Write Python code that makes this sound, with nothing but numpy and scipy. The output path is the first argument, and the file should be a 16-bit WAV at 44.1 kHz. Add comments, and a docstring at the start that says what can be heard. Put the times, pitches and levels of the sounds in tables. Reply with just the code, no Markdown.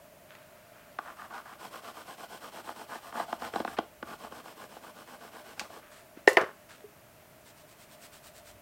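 """Rubbing and brushing a card's edge

A pastel stick is rubbed to and fro, about eight strokes a second, along the edge of a hand-held paper card,
now and then knocking against it: random slips and single blows excite the card's modes and crumble pigment.
The stick is dropped on the desk and bounces with a clatter of decaying modes and noise; then a paintbrush
whisks softly over the same edge, as shaped random flicks. Small slides, clicks and bumps lie between.
The small, quiet room adds dense reflections, the whirr of a fan and a steady hiss."""
import sys
import numpy as np
from scipy import signal
from scipy.fft import rfft, irfft, next_fast_len
from scipy.io import wavfile

SR = 44100
rng = np.random.default_rng(int(sys.argv[2]) if len(sys.argv) > 2 else 0)


def file_out(sig):
    """Save sig as 16-bit WAV at sys.argv[1]."""
    # one column per channel
    cols = np.atleast_2d(sig).T
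    # limit, then scale
    lim = np.clip(cols, -1, 1)
    pcm = np.round(lim * 32767).astype(np.int16)
    wavfile.write(sys.argv[1], SR, pcm)


N = 379701
T = np.arange(N) / SR   # time [s]

# the card's low bending modes: (frequency [Hz], width [Hz], level [dB])
BENDING_MODES = [(127, 53, -16.5), (190.6, 42, -2.5), (251, 51, -0.5), (326, 26, 1.5), (475, 112, -0.5)]
# the card's higher ringing modes: (frequency [Hz], width [Hz], level [dB])
RINGING_MODES = [(573, 40, -15), (694, 51, 3.5), (806, 84, 1.5), (893, 93, -1), (1042, 83, -1.5),
                 (1193, 106, -0.5), (1456, 98, -1), (1650, 153, -1), (1840, 790, -9.5)]
# pigment crumbling on the paper's tooth: (frequency [Hz], relative level per Hz [dB])
PIGMENT_SPECTRUM = [(1500, -17.5), (2300, -3.5), (3150, 4.5), (3650, -3), (4250, -1), (4700, -3.5),
                    (5250, -1), (6500, -7.5), (8400, -2.5), (10200, -9.5), (13500, -7.5), (16000, -14)]


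def from_db(db):
    """A level in decibels is a logarithmic amplitude ratio."""
    return 10 ** (np.asarray(db) / 20)


def rms_one(x):
    """Root-mean-square normalisation gives unit mean power."""
    return x / np.sqrt(np.mean(x ** 2) + 1e-20)


def peak_one(x):
    """Peak normalisation gives a largest excursion of one."""
    return x / np.max(np.abs(x))


def at_hz(points, hz):
    """Linear interpolation of a table on a log-frequency axis."""
    table_hz, values = np.transpose(points)
    return np.interp(np.log(np.maximum(hz, 1)), np.log(table_hz), values)


def coloured(x, spectrum):
    """Spectral shaping: each frequency component is scaled by the table; the result has rms 1."""
    size = next_fast_len(len(x))
    gain = from_db(at_hz(spectrum, np.fft.rfftfreq(size, 1 / SR)))
    return rms_one(irfft(rfft(x, size) * gain, size)[:len(x)])


def cut(x, hz, kind="low", order=2):
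    """Butterworth filtering: a maximally flat passband with a smooth roll-off."""
    sos = signal.butter(order, np.minimum(hz, SR / 2 - 1), kind, fs=SR, output="sos")
    return signal.sosfilt(sos, x)


def resonate(x, modes):
    """Modal superposition: parallel two-pole resonances of alternating sign."""
    out = 0
    for k, (hz, width, db) in enumerate(modes):
        r = np.exp(-np.pi * width / SR)   # a wider resonance decays faster
        poles = [1, -2 * r * np.cos(2 * np.pi * hz / SR), r * r]
        mode = signal.lfilter([1, 0, -1], poles, x + 1e-18)
        out = out + (-1) ** k * from_db(db) * (1 - r * r) / 2 * mode
    return out


def favour(hz, centre_hz, db_per_octave=8.5):
    """Selective excitation: modes far from the favoured pitch are driven less."""
    return from_db(-db_per_octave * np.abs(np.log2(hz / centre_hz)))


def add(track, s, sound):
    """Linear superposition: mix a short sound in at time s."""
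    at = int(round(s * SR))
    track[at:at + len(sound)] += sound[:N - at]


def burst(t, rise_s, t60):
    """Contact transient: a brief build-up, then exponential decay by 60 dB in t60 seconds."""
    return (1 - np.exp(-(t / rise_s) ** 2)) * from_db(-60 * t / t60)


def swell(start, top, end, sharpness):
    """Friction level follows speed: near nil at the turning points, levelling off at top; arch of rms 1."""
    speed = np.sin(np.linspace(0, np.pi, 200)[:-1])
    arch = np.tanh(speed ** sharpness)
    phase = np.interp(np.arange(start, end, 1 / SR), [start, top, end], [0, .5, 1])
    return np.interp(phase, np.linspace(0, 1, len(arch)), rms_one(arch))


def strokes(start, end, number, return_db, pressure, push_longer=0.028):
    """Periodic reciprocation: push and return alternate; yields (start [s], end [s], level [dB])."""
    k = np.arange(number + 1)
    # the push takes this share more than its even share of time, the return less
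    turns = start + (end - start) * (k + push_longer * (k % 2)) / number
    middles = (turns[:-1] + turns[1:]) / 2
    db = np.interp(middles, *np.transpose(pressure)) - return_db * (k[:-1] % 2)
    return zip(turns, turns[1:], db)


def grains(per_s, spread_db):
    """Stochastic impulses: tiny slips at random moments, of very uneven size and random sign."""
    sizes = from_db(spread_db * np.minimum(rng.exponential(1, N), 5))
    return (rng.random(N) < per_s / SR) * sizes * rng.choice([-1, 1], N)


def judder(rate_hz, depth_db):
    """Random amplitude modulation: the grip of a rubbing contact wavers."""
    wavering = rms_one(cut(rng.standard_normal(N), rate_hz))
    return rms_one(from_db(depth_db * wavering))


def drift(rate_hz):
    """Slow random modulation: straight lines join rate_hz random values a second, spread near 1."""
    knots = rng.standard_normal(int(N / SR * rate_hz) + 2)
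    return np.interp(T * rate_hz, np.arange(len(knots)), knots)


def fan_whirr():
    """Resonant filtering: the fan's housing colours broadband noise."""
    # resonances of the housing: (frequency [Hz], width [Hz], level [dB])
    housing = [(604, 29, 2.5), (687, 17, 0)]
    # the whirr's course: (time [s], level [dB])
    course = [(0, -58), (1.3, -61), (6.1, -60), (6.6, -65.5), (8.6, -59)]
    whirr = rms_one(cut(resonate(rng.standard_normal(N), housing), [480, 820], "band"))
    return from_db(np.interp(T, *np.transpose(course))) * whirr


def steady_hiss(level_db=-57.5):
    """Stationary noise: fan and microphone hiss of fixed spectrum."""
    # (frequency [Hz], relative level per Hz [dB])
    hiss_spectrum = [(20, -17), (55, -4.5), (140, 0.5), (250, -1.5), (480, -5), (800, -4.5), (1400, -7),
                     (2600, -11), (3600, -17), (6000, -18), (9500, -18), (14500, -16), (16000, -17.5)]
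    return from_db(level_db) * coloured(rng.standard_normal(N), hiss_spectrum)


def drones(width_hz=16, sharpness=0.76):
    """Narrow-band noise: random quadrature modulation makes a wavering tone, over a deep noise rumble."""
    # (start [s], end [s], frequency [Hz], drone level [dB], rumble level [dB])
    drone_spells = [(3.25, 4.4, 76.4, -69, -74), (6.802, 8.0, 113, -70.5, -90),
                    (8.1, 8.9, 99.6, -71.5, -72)]
    out = np.zeros(N)
    rumble = rms_one(cut(rng.standard_normal(N), [38, 85], "band"))
    for start, end, hz, drone_db, rumble_db in drone_spells:
        level, phase = np.zeros(N), 2 * np.pi * hz * T
        add(level, start, swell(start, (start + end) / 2, end, sharpness))
        drone = rms_one(drift(width_hz) * np.sin(phase) + drift(width_hz) * np.cos(phase))
        out += level * (from_db(drone_db) * drone + from_db(rumble_db) * rumble)
    return out


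def reflections(x, build_up_s=0.0061, wall_hz=7000):
    """Diffuse reverberation: dense reflections build up, then decay at a rate set by frequency."""
    # reverberation time: (frequency [Hz], t60 [s])
    decay_times = [(150, 0.17), (500, 0.24), (1500, 0.17), (4000, 0.33), (14000, 0.296)]
    t, tail, edges = T[:SR // 2], 0, np.geomspace(100, 18000, 9)
    for low, high in zip(edges, edges[1:]):
        band = cut(rng.standard_normal(len(t)), [low, high], "band")
        tail = tail + band * from_db(-60 * t / at_hz(decay_times, np.sqrt(low * high)))
    tail = tail * (1 - np.exp(-(t / build_up_s) ** 2))
    tail = tail / np.sqrt(np.sum(tail ** 2))   # unit energy
    return signal.fftconvolve(x, cut(tail, wall_hz, order=1))[:N]


def bumps(rise_s=0.00422):
    """Single-mode excitation: a padded touch wakes only one low mode of the desk."""
    # soft, hollow bumps: (time [s], peak level [dB], frequency [Hz], t60 [s])
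    soft_touches = [(6.172, -38, 308, 0.013), (6.839, -40.5, 413, 0.087)]
    out, t = np.zeros(N), T[:SR // 4]
    for s, db, hz, t60 in soft_touches:
        bump = np.sin(2 * np.pi * hz * t) * burst(t, rise_s, t60)
        add(out, s, from_db(db) * peak_one(bump))
    return out


def sliding(sharpness=1.4, attack_share=0.16):
    """Sliding friction: skin, stick and bristles on paper hiss softly, starting quickly and fading."""
    # brief slides: (start [s], length [s], level before the cut-off [dB], cut-off [Hz])
    brief_slides = [(.28, 0.22, -59, 3450), (0.467, 0.37, -65.5, 3000), (0.714, 0.35, -62.5, 3040),
                    (3.765, 0.044, -43.5, 3000), (5.591, .045, -58, 8900), (5.81, 0.13, -58, 2500),
                    (5.901, 0.15, -57.5, 12000), (6.164, 0.066, -59, 4000), (6.686, 0.11, -55, 8080)]
    # (frequency [Hz], relative level per Hz [dB])
    slide_spectrum = [(300, -13), (900, -4), (1450, 2), (2100, -4), (2800, -5.5), (4200, -8.5), (6000, -13),
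                      (8200, -8.5), (11000, -14), (16000, -25)]
    out = np.zeros(N)
    hiss = coloured(grains(per_s=6900, spread_db=3.5), slide_spectrum)
    for start, length, db, top_hz in brief_slides:
        speed = swell(start, start + attack_share * length, start + length, sharpness)
        friction = speed * hiss[int(start * SR):][:len(speed)]
        add(out, start, from_db(db) * cut(friction, top_hz))
    return out


def clicks(low_hz=1300, crack_t60=0.0041, rattle=0.1):
    """Impact noise: a bright, brief crack with a weaker, longer rattle."""
    # clicks of the stick and brush handle: (time [s], peak level [dB], rattle t60 [s], cut-off [Hz])
    hard_touches = [(0.306, -39.5, 0.055, 2000), (0.351, -40, 0.033, 2380), (5.5948, -21.5, 0.066, 5030),
                    (6.274, -23, 0.022, 7000), (6.283, -21.5, 0.16, 9900), (6.331, -28.5, 0.091, 15000),
                    (6.369, -25.5, 0.017, 10800), (6.413, -30, 0.079, 7070), (6.806, -45, 0.02, 3070),
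                    (8.16, -51, 0.033, 10000)]
    out, t = np.zeros(N), T[:SR // 4]
    for s, db, t60, top_hz in hard_touches:
        decay = burst(t, rise_s=0.0009, t60=crack_t60) + rattle * burst(t, rise_s=0.0007, t60=t60)
        click = cut(rng.standard_normal(len(t)) * decay, low_hz, "high")
        add(out, s, from_db(db) * peak_one(cut(click, top_hz)))
    return out


def brushing(grip_db=1.0):
    """Random impulse excitation: bristles flick over the card's edge, loudest in mid-stroke."""
    # the brush whisks to and fro: start [s], end [s], strokes, return stroke weaker by [dB]
    whisking = (7.093, 8.540, 13, 1.34)
    # pressure as the level of the bristles: (time [s], level [dB])
    bristle_pressure = [(7.15, -83), (7.37, -87.5), (7.48, -59), (7.6, -63), (7.93, -58.5), (8.04, -55),
                        (8.5, -58)]
    # (frequency [Hz], relative level per Hz [dB])
    bristle_spectrum = [(600, 2), (1300, 6.5), (2500, 4), (4000, 3.5), (5300, 2.5), (6500, 0), (8200, 5),
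                        (10300, -3), (13500, -3), (16000, -3)]
    level = np.zeros(N)
    for start, end, db in strokes(*whisking, bristle_pressure):
        add(level, start, from_db(db) * swell(start, (start + end) / 2, end, sharpness=2.5))
    flicks = coloured(grains(per_s=6000, spread_db=2.0), bristle_spectrum)
    return level * judder(rate_hz=120, depth_db=grip_db) * flicks


def landings(unevenness_db=2.5, thwack_db=-1.5, thwack_t60=0.0195, wood_db=-3.0, clatter_t60=0.24,
             low_share=0.17):
    """Impact excitation: each bounce thwacks, rings the desk and shakes what lies on it; soft is duller."""
    # (time [s], level [dB], contact cut-off [Hz], clatter relative level [dB], favoured pitch [Hz])
    bounces = [(6.2754, -2, 5240, -17.5, 1680), (6.3697, -3.5, 4530, -17, 960),
               (6.3739, -12.5, 1900, -15, 900), (6.3835, -14, 1600, -13, 900),
               (6.4143, -16, 1500, -29, 800), (6.433, -22.5, 1380, -19, 700), (6.461, -45, 1800, -8, 700)]
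    # modes of desk and stick: (frequency [Hz], level before favouring [dB], t60 [s])
    desk_modes = [(320, -25.5, 0.039), (400.6, 5, 0.078), (522, -5.5, 0.11), (616, -3, 0.05),
                  (692, 0.5, 0.048), (838, -3, 0.026), (1005, -8, 0.0417), (1067, -20, 0.25),
                  (1505, -13, 0.045), (1600, -11.5, 0.016), (1819, -4, 0.065), (1974, -2, 0.033),
                  (2260, -17, 0.017)]
    # the desk top's many short modes: (frequency [Hz], relative level per Hz [dB])
    thwack_spectrum = [(60, -39), (120, -18), (180, -17.5), (280, -5.5), (340, 5.5), (700, 3.5), (1150, -6),
                       (1500, -6), (2020, 1.5), (2450, -7.5), (2850, -8), (3250, -20), (3900, -15.5),
                       (5000, -15.5), (8000, -33)]
    # loose things on the desk: (frequency [Hz], relative level per Hz [dB])
    clatter_spectrum = [(200, -21), (450, 5.5), (800, 3), (1200, 8.5), (1800, 6), (2600, -30),
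                        (4000, -23.5), (10000, -29.5)]
    out, t = np.zeros(N), T[:SR // 3]
    shaking = coloured(grains(per_s=820, spread_db=2.0), clatter_spectrum)
    for s, db, contact_hz, clatter_db, spot_hz in bounces:
        wood = 0
        for k, (hz, mode_db, t60) in enumerate(desk_modes):
            decay = from_db(mode_db + rng.normal(0, unevenness_db) - 60 * t / t60)
            drive = (-1) ** k * favour(hz, spot_hz, db_per_octave=4.0)
            wood = wood + drive * decay * np.sin(2 * np.pi * hz * t)
        thwack = coloured(rng.standard_normal(len(t)), thwack_spectrum)
        thwack = thwack * burst(t, rise_s=0.0012, t60=thwack_t60)
        clatter = peak_one(shaking[int(s * SR):][:len(t)] * from_db(-60 * t / clatter_t60))
        blow = from_db(wood_db) * peak_one(wood) + from_db(thwack_db) * peak_one(thwack)
        bounce = cut(blow, contact_hz) + from_db(clatter_db) * clatter
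        # a stiff, high-pitched spot gives less bass
        add(out, s, from_db(db) * cut(bounce, low_share * spot_hz, "high", order=3))
    return out


def knocks(ring_db=-2.0, grit_db=-8.5, grit_follows=0.35, grit_t60=0.024, thump_s=0.013,
           rebound_s=0.00318, rebound=0.3, contact_hz=2200, crumb_hz=3400):
    """Impulse response: a blow and the card's spring-back ring its modes; deeper thumps crumble more."""
    # (time [s], level [dB], thump rms re that level [dB], pitch favoured at that spot [Hz])
    edge_knocks = [(0.987, -19.5, -28, 1170), (1.306, -41, -18, 1220), (1.457, -37, -28, 875),
                   (1.646, -39, -19, 1060), (1.745, -33.5, -29, 1050), (2.69, -25.5, -35, 910),
                   (3.125, -32, -22, 1090), (3.2, -19.5, -24.5, 689), (3.327, -17, -22, 824),
                   (3.42, -26, -18, 1040), (3.537, -26.5, -13, 1490), (3.558, -16, -18.5, 720),
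                   (3.602, -22, -9, 840), (3.648, -19.5, -20, 750), (3.677, -24, -17, 1540),
                   (3.786, -13.5, -15.5, 759), (4.027, -26, -14, 1380), (4.246, -31, -23, 680),
                   (4.322, -33, -14, 1140), (4.766, -34.5, -16.5, 689), (5.611, -30, -17.5, 810),
                   (5.701, -36.5, -21, 711)]
    out, t = np.zeros(N), T[:SR // 8]
    for s, db, thump_db, spot_hz in edge_knocks:
        blow = signal.unit_impulse(len(t))
        blow[int(rebound_s * SR * rng.uniform(.7, 1.3))] += rebound
        blow = cut(blow, contact_hz)
        crumbs = coloured(rng.standard_normal(len(t)), PIGMENT_SPECTRUM)
        crumbs = peak_one(cut(crumbs * burst(t, rise_s=0.00034, t60=grit_t60), crumb_hz))
        ring = 0
        for k, mode in enumerate(RINGING_MODES):
            ring = ring + (-1) ** k * resonate(blow, [mode]) * favour(mode[0], spot_hz)
        thump = resonate(blow, BENDING_MODES)
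        thump = thump / np.std(thump[t < thump_s])   # rms over the first moments
        card = from_db(ring_db) * peak_one(ring) + from_db(thump_db) * thump
        add(out, s, from_db(db) * (card + from_db(grit_db + grit_follows * thump_db) * crumbs))
    return out


def rubbing(rub_sharpness=1.53, grit_sharpness=1.0, fastest=0.52, overlap_s=0.0015, wander_db=2.0,
            usual_pressure_db=-46.5, grit_follows=0.49):
    """Stick-slip friction: slips on the paper's tooth shake the card's modes and crumble pigment."""
    # even to-and-fro rubbing: (start [s], end [s], strokes, return stroke weaker by [dB],
    # flexing relative to the rub [dB], grit at usual pressure [dB])
    rub_bouts = [(1.007, 1.57, 4, 0, -13, -62.5), (1.579, 2.858, 11, 0.5, -7, -55),
                 (2.871, 3.766, 7, 4, -9.5, -56), (4.045, 5.809, 14, 0.8, -5, -57)]
    # how hard the stick is pressed, as the level of the rub: (time [s], level [dB])
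    stick_pressure = [(1.08, -49.5), (1.37, -46.5), (1.5, -50), (1.72, -47.5), (2.0, -50), (2.35, -48.5),
                      (2.68, -47), (2.81, -48), (2.94, -44), (3.06, -47), (3.19, -37), (3.32, -46.5),
                      (3.57, -38.5), (3.7, -47.5), (4.62, -51), (4.78, -54.5), (5.25, -52), (5.75, -51)]
    # the spot being rubbed favours the modes near one pitch: (time [s], pitch [Hz])
    favoured_pitch = [(1.0, 1100), (1.5, 1110), (2.4, 920), (3.2, 960), (3.5, 820), (4.1, 1010),
                      (5.8, 1000)]
    flex, ring, grit = np.zeros((3, N))
    for first, last, number, return_db, flex_db, grit_db in rub_bouts:
        for start, end, db in strokes(first, last, number, return_db, stick_pressure):
            start, end = start - overlap_s, end + overlap_s
            top = start + fastest * (end - start)
            speed = swell(start, top, end, rub_sharpness)
            add(flex, start, from_db(db + flex_db) * speed)
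            add(ring, start, from_db(db) * speed)
            # the hiss sets in at a lower speed than the card's own sound and depends less on pressure
            hiss_db = grit_db + grit_follows * (db - usual_pressure_db)
            add(grit, start, from_db(hiss_db) * swell(start, top, end, grit_sharpness))
    slips = grains(per_s=2000, spread_db=3.0) * judder(rate_hz=110, depth_db=2.0)
    powder = rms_one(grains(per_s=20000, spread_db=0.5)) + .5 * rms_one(slips)
    # as the tip travels it crosses nodes and bellies, so each mode waxes and wanes
    spot_hz = np.interp(T, *np.transpose(favoured_pitch))
    card = 0
    for k, mode in enumerate(RINGING_MODES):
        waxing = favour(mode[0], spot_hz) * from_db(wander_db * drift(rate_hz=14))
        card = card + (-1) ** k * resonate(slips, [mode]) * waxing
    bending = rms_one(resonate(slips, BENDING_MODES))
    return flex * bending + ring * rms_one(card) + grit * coloured(powder, PIGMENT_SPECTRUM)


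def scene(wet_db=-11.5, side_hiss_db=-78.5):
    """Mid-side superposition: all sources lie in the middle; only a faint hiss differs between left and right."""
    # faint hiss that differs between left and right: (frequency [Hz], relative level per Hz [dB])
    side_spectrum = [(20, 12.5), (70, 0), (200, 8.5), (700, 4), (2000, -7.5), (6000, -17), (15000, -26)]
    desk = bumps() + sliding() + clicks() + brushing() + landings() + knocks() + rubbing()
    background = fan_whirr() + steady_hiss() + drones()
    mid = background + from_db(wet_db) * reflections(desk) + desk
    side = from_db(side_hiss_db) * coloured(rng.standard_normal(N), side_spectrum)
    return mid + side * np.array([[1], [-1]])


def record(dry, cutoff_hz=15900):
    """Band limitation: an elliptic low-pass cuts the top steeply."""
    return signal.sosfilt(signal.ellip(10, .2, 70, cutoff_hz, fs=SR, output="sos"), dry)


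dry = scene()
out = record(dry)
file_out(out)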